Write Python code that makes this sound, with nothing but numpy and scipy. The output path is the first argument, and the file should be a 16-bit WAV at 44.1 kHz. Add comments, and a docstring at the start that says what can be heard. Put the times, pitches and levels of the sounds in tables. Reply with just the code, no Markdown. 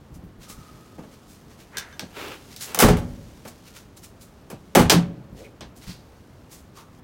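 """A pickup's steel tailgate is gripped, swung up and slammed in a brick-walled yard.
Two seconds later the handle is pulled, the latches spring open with two clunks and the gate is eased down.
Impulses ring tuned modes of the gate and latch parts amid half-octave noise for the crowded ones.
Light knocks and soft footfalls lie around them; shaped noise makes scuffing shoes, rustling sleeves,
hinges, squeaks and a rattle, with echoes from close hard surfaces, over a quiet outdoor rumble."""
import sys
import numpy as np
from scipy import signal
from scipy.fft import rfft, irfft, next_fast_len
from scipy.io import wavfile
from scipy.ndimage import uniform_filter1d

SR = 44100
rng = np.random.default_rng(int(sys.argv[2]) if len(sys.argv) > 2 else 0)


def log_audio(samples):
    """Write samples as a 16-bit WAV file to the path given in sys.argv[1]."""
    # one column per channel
    frames = np.atleast_2d(samples).T
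    # limit to full scale, then quantise
    limited = np.clip(frames, -1, 1)
    pcm = np.round(limited * 32767).astype(np.int16)
    wavfile.write(sys.argv[1], SR, pcm)


N = 310067
TIME_S = np.arange(N) / SR

# the gate meets its stops and rebounds; the more of it moves, the deeper the blow reaches:
# start_s, drive_db at 1 kHz before colour, hardness_db_per_octave, depth_octaves below 1 kHz
BLOWS = [(2.774, -33, -3.5, 1.4), (2.801, -18.5, 0, .5), (2.823, -17, -2, 2.5), (2.837, -18, -3, 4.6),
         (2.885, -20, -4, 3.6), (2.969, -36.5, -3, 1.4), (4.769, -15, -3.5, 2.2), (4.794, -20, -3, 3.66),
         (4.920, -19.5, -2.2, 2.2), (4.943, -34.5, -9.5, 2.65)]


def from_db(db):
    """Amplitude ratio of a level in dB."""
    return 10 ** (np.asarray(db) / 20)


def rms_one(x):
    """Scales a signal to rms 1."""
    return x / np.sqrt(np.mean(x ** 2) + 1e-20)


def at_hz(points, hz):
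    """Reads (Hz, value) rows on a log-frequency axis."""
    known_hz, values = np.transpose(points)
    return np.interp(np.log(hz), np.log(known_hz), values)


def column(rows, index):
    """One column of an event table."""
    return np.array(rows)[:, index]


def swell(rows):
    """Gain from a (s, dB) curve; silent outside it."""
    times_s, level_db = np.transpose(rows)
    return from_db(np.interp(TIME_S, times_s, level_db, left=-np.inf, right=-np.inf))


def stroke(peak_s, rise_s, fall_s):
    """Envelope of one event: it builds smoothly and trails off exponentially."""
    since_s = TIME_S - peak_s
    decay = np.where(since_s < 0, (since_s / rise_s) ** 2, since_s / fall_s)
    return np.exp(-decay.clip(max=20))


def flicker(per_s, depth_db):
    """Random gain of rms 1, gliding to a new value per_s times a second."""
    steps = rng.standard_normal(N // 8)
    level_db = depth_db * np.interp(TIME_S * per_s, np.arange(len(steps)), steps)
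    return rms_one(from_db(level_db))


def noise(spectrum):
    """Noise of the given colour that falls away below its lowest point; rms 1."""
    size = next_fast_len(N)
    hz = np.maximum(np.fft.rfftfreq(size, 1 / SR), 1)
    low_cut = np.minimum(hz / spectrum[0][0], 1) ** 2
    gain = from_db(at_hz(spectrum, hz)) * low_cut
    white = rng.standard_normal(size)
    return rms_one(irfft(rfft(white) * gain, size)[:N])


def clicks(times_s, heights):
    """One impulse for each contact."""
    out = np.full(N, 1e-18)   # tiny floor keeps later square roots valid
    out[np.round(times_s * SR).astype(int)] += heights
    return out


def ring(x, hz, t60_s):
    """Two-pole resonator: a unit click sets a decaying sine of height 1 ringing."""
    radius = np.exp(-np.log(1000) / (t60_s * SR))
    angle = 2 * np.pi * hz / SR
    return signal.lfilter([0, np.sin(angle)], [1, -2 * radius * np.cos(angle), radius * radius], x)


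def dying(energy, t60_s):
    """Energy put in by impulses leaks away exponentially."""
    return signal.lfilter([1], [1, -np.exp(-2 * np.log(1000) / (t60_s * SR))], energy)


def contact(hits, colour):
    """Drive in dB of each hit at a frequency: the colour of its kind, tilted by its hardness."""
    drive_db, hardness = column(hits, 1), column(hits, 2)
    return lambda hz: drive_db + hardness * np.log2(hz / 1000) + at_hz(colour, hz)


def clatter(hits, drive, ring_scale, crack_db, crack_t60_s, bass_db, rattle_db, build_cycles):
    """Crowded modes as half-octave noise: a brief crack, the ring, then the yard's faint tail."""
    # ring time of the crowded sheet-metal modes, before ring_scale: pitch_hz, t60_s
    ring_time = [(40, 0.17), (150, 0.21), (400, 0.1), (1000, 0.18), (3000, 0.18), (7000, 0.14),
                 (15000, 0.08)]
    # late reverberation of yard and load bed against that ring: pitch_hz, level_db
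    yard = [(40, -17.5), (150, -21.5), (500, -29), (2000, -35.5), (12000, -55.5)]
    times_s, out = column(hits, 0), np.zeros(N)
    edges_hz = np.geomspace(32, 17000, 20)
    white = rng.standard_normal((2, N))
    for k, (low_hz, high_hz) in enumerate(zip(edges_hz, edges_hz[1:])):
        hz = np.sqrt(low_hz * high_hz)
        band_pass = signal.butter(2, [low_hz, high_hz], "band", fs=SR, output="sos")
        band = rms_one(signal.sosfilt(band_pass, white[k % 2]))
        bass = 1 / (1 + (hz / 450) ** 2)   # low down the modes are sparse and the crack vanishes
        struck = clicks(times_s, from_db(drive(hz)) ** 2)
        crack = dying(struck, crack_t60_s) * (from_db(crack_db) ** 2 * (1 - bass))
        body = dying(struck, ring_scale * at_hz(ring_time, hz)) * from_db(bass_db * bass) ** 2
        tail = dying(struck, 1.0) * from_db(at_hz(yard, hz)) ** 2
        inertia = np.exp(-hz / (build_cycles * SR))   # low bands get going more slowly
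        envelope = signal.lfilter([1 - inertia], [1, -inertia], np.sqrt(crack + body + tail))
        out += band * envelope
    return out * flicker(per_s=530, depth_db=rattle_db)


def outdoors():
    """A quiet, nearly steady distant rumble: dark noise with slight random level changes."""
    # colour of the open air: pitch_hz, density_db_per_hz
    air = [(15, -22.5), (25, -9), (70, 1), (242, -3), (309, -6), (754, -15), (1160, -18), (1370, -20),
           (2220, -27.5), (2990, -29.5), (6920, -40), (11000, -45), (16000, -40.5)]
    air_db = -49
    level_changes = flicker(per_s=8, depth_db=.6)
    return from_db(air_db) * noise(air) * level_changes


def walls(x):
    """Close hard surfaces throw back the upper range and comb its colour."""
    # echoes from the paving, the truck's side and the brick wall: delay_s, gain
    echoes = [(.0037, 0.058), (.0083, -0.2), (0.0137, .24), (0.023, -0.09)]
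    echo_above_hz = 3300
    bright = signal.sosfilt(signal.butter(1, echo_above_hz, "high", fs=SR, output="sos"), x)
    return x + sum(gain * np.pad(bright, (round(delay_s * SR), 0))[:N] for delay_s, gain in echoes)


def rustling():
    """Cloth and soles slip in tiny catches: a dull rub and a bright swish."""
    # colours of the rub and the swish: pitch_hz, density_db_per_hz
    rub_colour = [(500, -5), (1300, -0.5), (2400, 0.5), (4200, -1), (6500, -4), (12000, -58)]
    swish_colour = [(2000, -14.5), (4500, 1.5), (7000, 4.5), (10000, 1.5), (15500, -2.5)]
    # soles scuff on the paving: peak_s, swish_db, fall_s
    scuffs = [(0.149, -53.5, 0.019), (0.504, -42.5, 0.029), (1.31, -53, 0.055), (2.63, -34, 0.046),
              (3.483, -43, 0.017), (3.977, -48, 0.018), (4.045, -48, 0.031), (4.225, -49, 0.031),
              (5.775, -53, 0.029), (6.533, -46.5, 0.044)]
    # a sleeve brushes past: peak_s, rub_db
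    brushes = [(.44, -49.5), (1.14, -57.5), (1.52, -58), (1.61, -54.5), (2.53, -51.5), (3.68, -52.5),
               (3.774, -47.5), (5.39, -53), (5.45, -60.5), (5.84, -51), (5.9, -47), (6.785, -50)]
    # faint rustle of clothes between the clunks, one curve per spell: time_s, drive_db
    rustle = [
        [(0.0, -64.5), (0.43, -66.5), (0.59, -56), (0.92, -59.5), (1.64, -61), (2.45, -54.5)],
        [(3.1, -56.5), (3.254, -57.5), (3.688, -58.5), (3.822, -63), (4.578, -62.5), (4.7, -62)],
        [(5.15, -66), (5.684, -65), (5.818, -70), (5.916, -61.5), (6.844, -65), (7.0, -61)],
    ]
    scuff_rise_share, scuff_rub_db = 0.54, -6.5   # rise / fall; rub against swish
    brush_rise_s, brush_fall_s, brush_swish_db = 0.028, 0.035, -2
    still_db = -72   # at this level the clothes are at rest
    clothes_rub_db, clothes_swish_db = -1, -2.5

    soles = sum(from_db(db) * stroke(peak_s, scuff_rise_share * fall_s, fall_s)
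                for peak_s, db, fall_s in scuffs)
    sleeves = sum(from_db(db) * stroke(peak_s, brush_rise_s, brush_fall_s) for peak_s, db in brushes)
    clothes = np.maximum(swell(np.vstack(rustle)) - from_db(still_db), 0)
    # independent rubbings add in power
    rub = np.linalg.norm(
        [from_db(scuff_rub_db) * soles, sleeves, from_db(clothes_rub_db) * clothes], axis=0)
    swish = np.linalg.norm(
        [soles, from_db(brush_swish_db) * sleeves, from_db(clothes_swish_db) * clothes], axis=0)
    return (rub * noise(rub_colour) + swish * noise(swish_colour)) * flicker(per_s=540, depth_db=2.0)


def footfalls():
    """Dull thuds, all of one colour: noise under a smoothed, dying energy."""
    # soft footfalls: start_s, drive_db
    steps = [(.12, -46.5), (.16, -44), (.238, -41), (.385, -45), (.582, -46.5), (.725, -46.5),
             (5.325, -43.5), (5.875, -38.5)]
    # colour of the thuds: pitch_hz, density_db
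    step_colour = [(40, 3), (170, 4), (500, -21), (1500, -93), (11000, -44)]
    struck = clicks(column(steps, 0), from_db(column(steps, 1)) ** 2)
    thuds = dying(struck, t60_s=.28)
    envelope = np.sqrt(uniform_filter1d(thuds, size=400).clip(min=0))
    return from_db(5.5) * envelope * noise(step_colour)


def squeaks_and_rattle():
    """Resonators turn white noise into bands, narrow or broad, each under its own envelope."""
    # faint squeaks, a broad clank at 1.775 s, a gritty rattle at 5.901 s:
    # peak_s, rise_s, fall_s, pitch_hz, width_hz, level_db
    bands = [(.52, 0.064, 0.37, 1257, 49.7, -53.5), (1.775, 0.039, 0.092, 1750, 600, -39.5),
             (5.44, 0.085, 0.074, 510, 111, -45.5), (5.455, 0.016, 0.019, 2300, 250, -49.5),
             (5.901, 0.027, 0.05, 4530, 1520, -45), (6.786, .02, 0.067, 1120, 230, -47)]
    white = rng.standard_normal(N)
    out = 0
    for peak_s, rise_s, fall_s, hz, width_hz, db in bands:
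        t60_s = np.log(1000) / (np.pi * width_hz)
        band = rms_one(ring(white, hz, t60_s))
        out = out + from_db(db) * stroke(peak_s, rise_s, fall_s) * band
    return out


def hinges():
    """Grainy friction of the pivots as the gate rises."""
    # the hinges rub while the gate swings: time_s, level_db
    swing = [(2.1, -68), (2.17, -36.5), (2.25, -37), (2.34, -40), (2.41, -56.5), (2.6, -81), (2.68, -41),
             (2.76, -43.5), (2.8, -62)]
    # colour of the rub: pitch_hz, density_db_per_hz
    hinge_colour = [(100, -14.5), (200, -2.5), (400, 5.5), (650, -2), (1400, -1), (1900, -5.5),
                    (2450, -1.5), (4500, -11), (9000, -20.5)]
    return swell(swing) * noise(hinge_colour) * flicker(per_s=250, depth_db=1.0)


def handling():
    """Light, damped knocks on the body."""
    # light knocks on the truck's body: start_s, drive_db at 1 kHz before colour, hardness_db_per_octave
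    knocks = [(.982, -54, -4), (1.036, -59, -3.5), (2.022, -53, -4.5), (3.451, -49, -1),
              (4.501, -49.5, 0.5), (4.525, -58, -6)]
    # colour of the knocks: pitch_hz, gain_db
    knock_colour = [(40, -36), (150, 3), (500, 9.5), (1500, 0.5), (4200, -3.5), (11000, 0)]
    return clatter(knocks, contact(knocks, knock_colour), ring_scale=1.24, crack_db=-4.0,
                   crack_t60_s=.014, bass_db=-0.5, rattle_db=1.5, build_cycles=0.91)


def hardware():
    """Loose latch parts tick sharply and ring on."""
    # loose latch parts clink and the pawl snaps back:
    # start_s, drive_db at 1 kHz before colour, hardness_db_per_octave, ring_drive_db
    clinks = [(.497, -57, -6, -64), (1.7705, -48.5, 3, -31.5), (1.783, -61, 6.5, -57),
              (1.927, -64, -3, -48), (1.9945, -47, 0.8, -42), (2.563, -65, 6, -67),
              (2.608, -65.5, 6, -59.5), (4.8974, -25.5, 2.1, -25.5), (5.608, -46, -3, -50)]
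    # modes of the latch parts: pitch_hz, gain_db, t60_s
    part_modes = [(1580, 0, .22), (1655, -2, .22), (3047, -7, .15), (3585, -5, .15), (4484, -13, .16),
                  (5920, -9, .14), (6213, -11, .14)]
    # colour of the ticks: pitch_hz, gain_db
    clink_colour = [(40, -21.5), (150, -11.5), (500, 0.5), (1500, -1.5), (4500, 7.5), (11000, -6.5)]
    touches = clicks(column(clinks, 0), from_db(column(clinks, 3)))
    rings = sum(from_db(db) * ring(touches, hz, t60_s) for hz, db, t60_s in part_modes)
    ticks = clatter(clinks, contact(clinks, clink_colour), ring_scale=1.15, crack_db=13.5,
                    crack_t60_s=0.0091, bass_db=4, rattle_db=2.0, build_cycles=2.2)
    return rings + ticks


def blow_drive(hz):
    """Like a contact, but below its depth a blow moves the steel less and less."""
    # colour of the blows: pitch_hz, gain_db
    blow_colour = [(40, -5), (150, 1.5), (500, 3.5), (1500, -2), (4200, -3.5), (11000, 3)]
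    bass_loss_db_per_octave = 14.5   # below a blow's depth
    _, drive_db, hardness, depth_octaves = np.transpose(BLOWS)
    octave = np.log2(hz / 1000)
    reached = np.maximum(octave, -depth_octaves)
    bass_loss_db = bass_loss_db_per_octave * (reached - octave)
    return drive_db + hardness * reached - bass_loss_db + at_hz(blow_colour, hz)


def tailgate():
    """Every blow and latch rings the gate's strong modes, each a little differently, amid steel clatter."""
    # modes of the gate and the load bed: pitch_hz, gain_db, t60_s
    gate = [(38, 1.5, .28), (50, -5, .25), (104, -10, .27), (137, -16, .22), (164, -8, .28), (173, -1, .36),
            (185, -6, .17), (228, -16, .2), (372, -16, .24), (420, -7, .3), (513, -7, .2), (244, -13, .65),
            (303, -19, .5), (563, -30, .9), (752, -8, .27), (843, -8, .24), (1140, -11, .14),
            (1288, -7, .16), (1360, -9, .12), (2075, -10, .16), (3063, -11, .15), (3675, -10, .15),
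            (4492, -17, .16), (5110, -8, .07), (6238, -9, .12), (6560, -13, .1)]
    # the latches catch in the slam and spring open in the release:
    # start_s, drive_db at 1 kHz before colour, hardness_db_per_octave
    latches = [(2.746, -31, 0.6), (2.7891, -23.5, 1), (4.7502, -18.5, -1.2), (4.755, -17.5, -1.5),
               (4.8974, -22.5, -0.3)]
    # colour of the latches: pitch_hz, gain_db
    latch_colour = [(40, -30), (150, -8), (500, -.5), (1600, -3.5), (4000, -4.5), (11000, -1)]
    times_s = np.append(column(BLOWS, 0), column(latches, 0))
    latch_drive = contact(latches, latch_colour)
    chance_db = rng.normal(0, 0.53, (len(times_s), len(gate)))
    modes = 0
    for k, (hz, mode_db, t60_s) in enumerate(gate):
        drive_db = np.append(blow_drive(hz), latch_drive(hz))
        push = from_db(drive_db + mode_db + chance_db[:, k])
        modes = modes + (-1) ** k * ring(clicks(times_s, push), hz, t60_s)   # alternating polarity
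    panel_clatter = clatter(BLOWS, blow_drive, ring_scale=1.455, crack_db=-1, crack_t60_s=0.017,
                            bass_db=-7, rattle_db=-1.0, build_cycles=0.68)
    latch_clatter = clatter(latches, latch_drive, ring_scale=0.67, crack_db=5, crack_t60_s=0.039,
                            bass_db=-1, rattle_db=2.1, build_cycles=1.0)
    return modes + from_db(-2.5) * (panel_clatter + latch_clatter)


def scene():
    """Everything near the truck sounds between the yard's walls, over the distant rumble."""
    near = tailgate() + handling() + hardware() + footfalls() + rustling() + hinges() + squeaks_and_rattle()
    return (walls(near) + outdoors())[None]


def record(dry):
    """Soft saturation rounds the loudest peaks and a steep low-pass cuts the top."""
    ceiling, cutoff_hz = .92, 16000
    rounded = ceiling * np.tanh(dry / ceiling)
    return signal.sosfilt(signal.ellip(12, .1, 80, cutoff_hz, fs=SR, output="sos"), rounded)


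dry = scene()
out = record(dry)
log_audio(out)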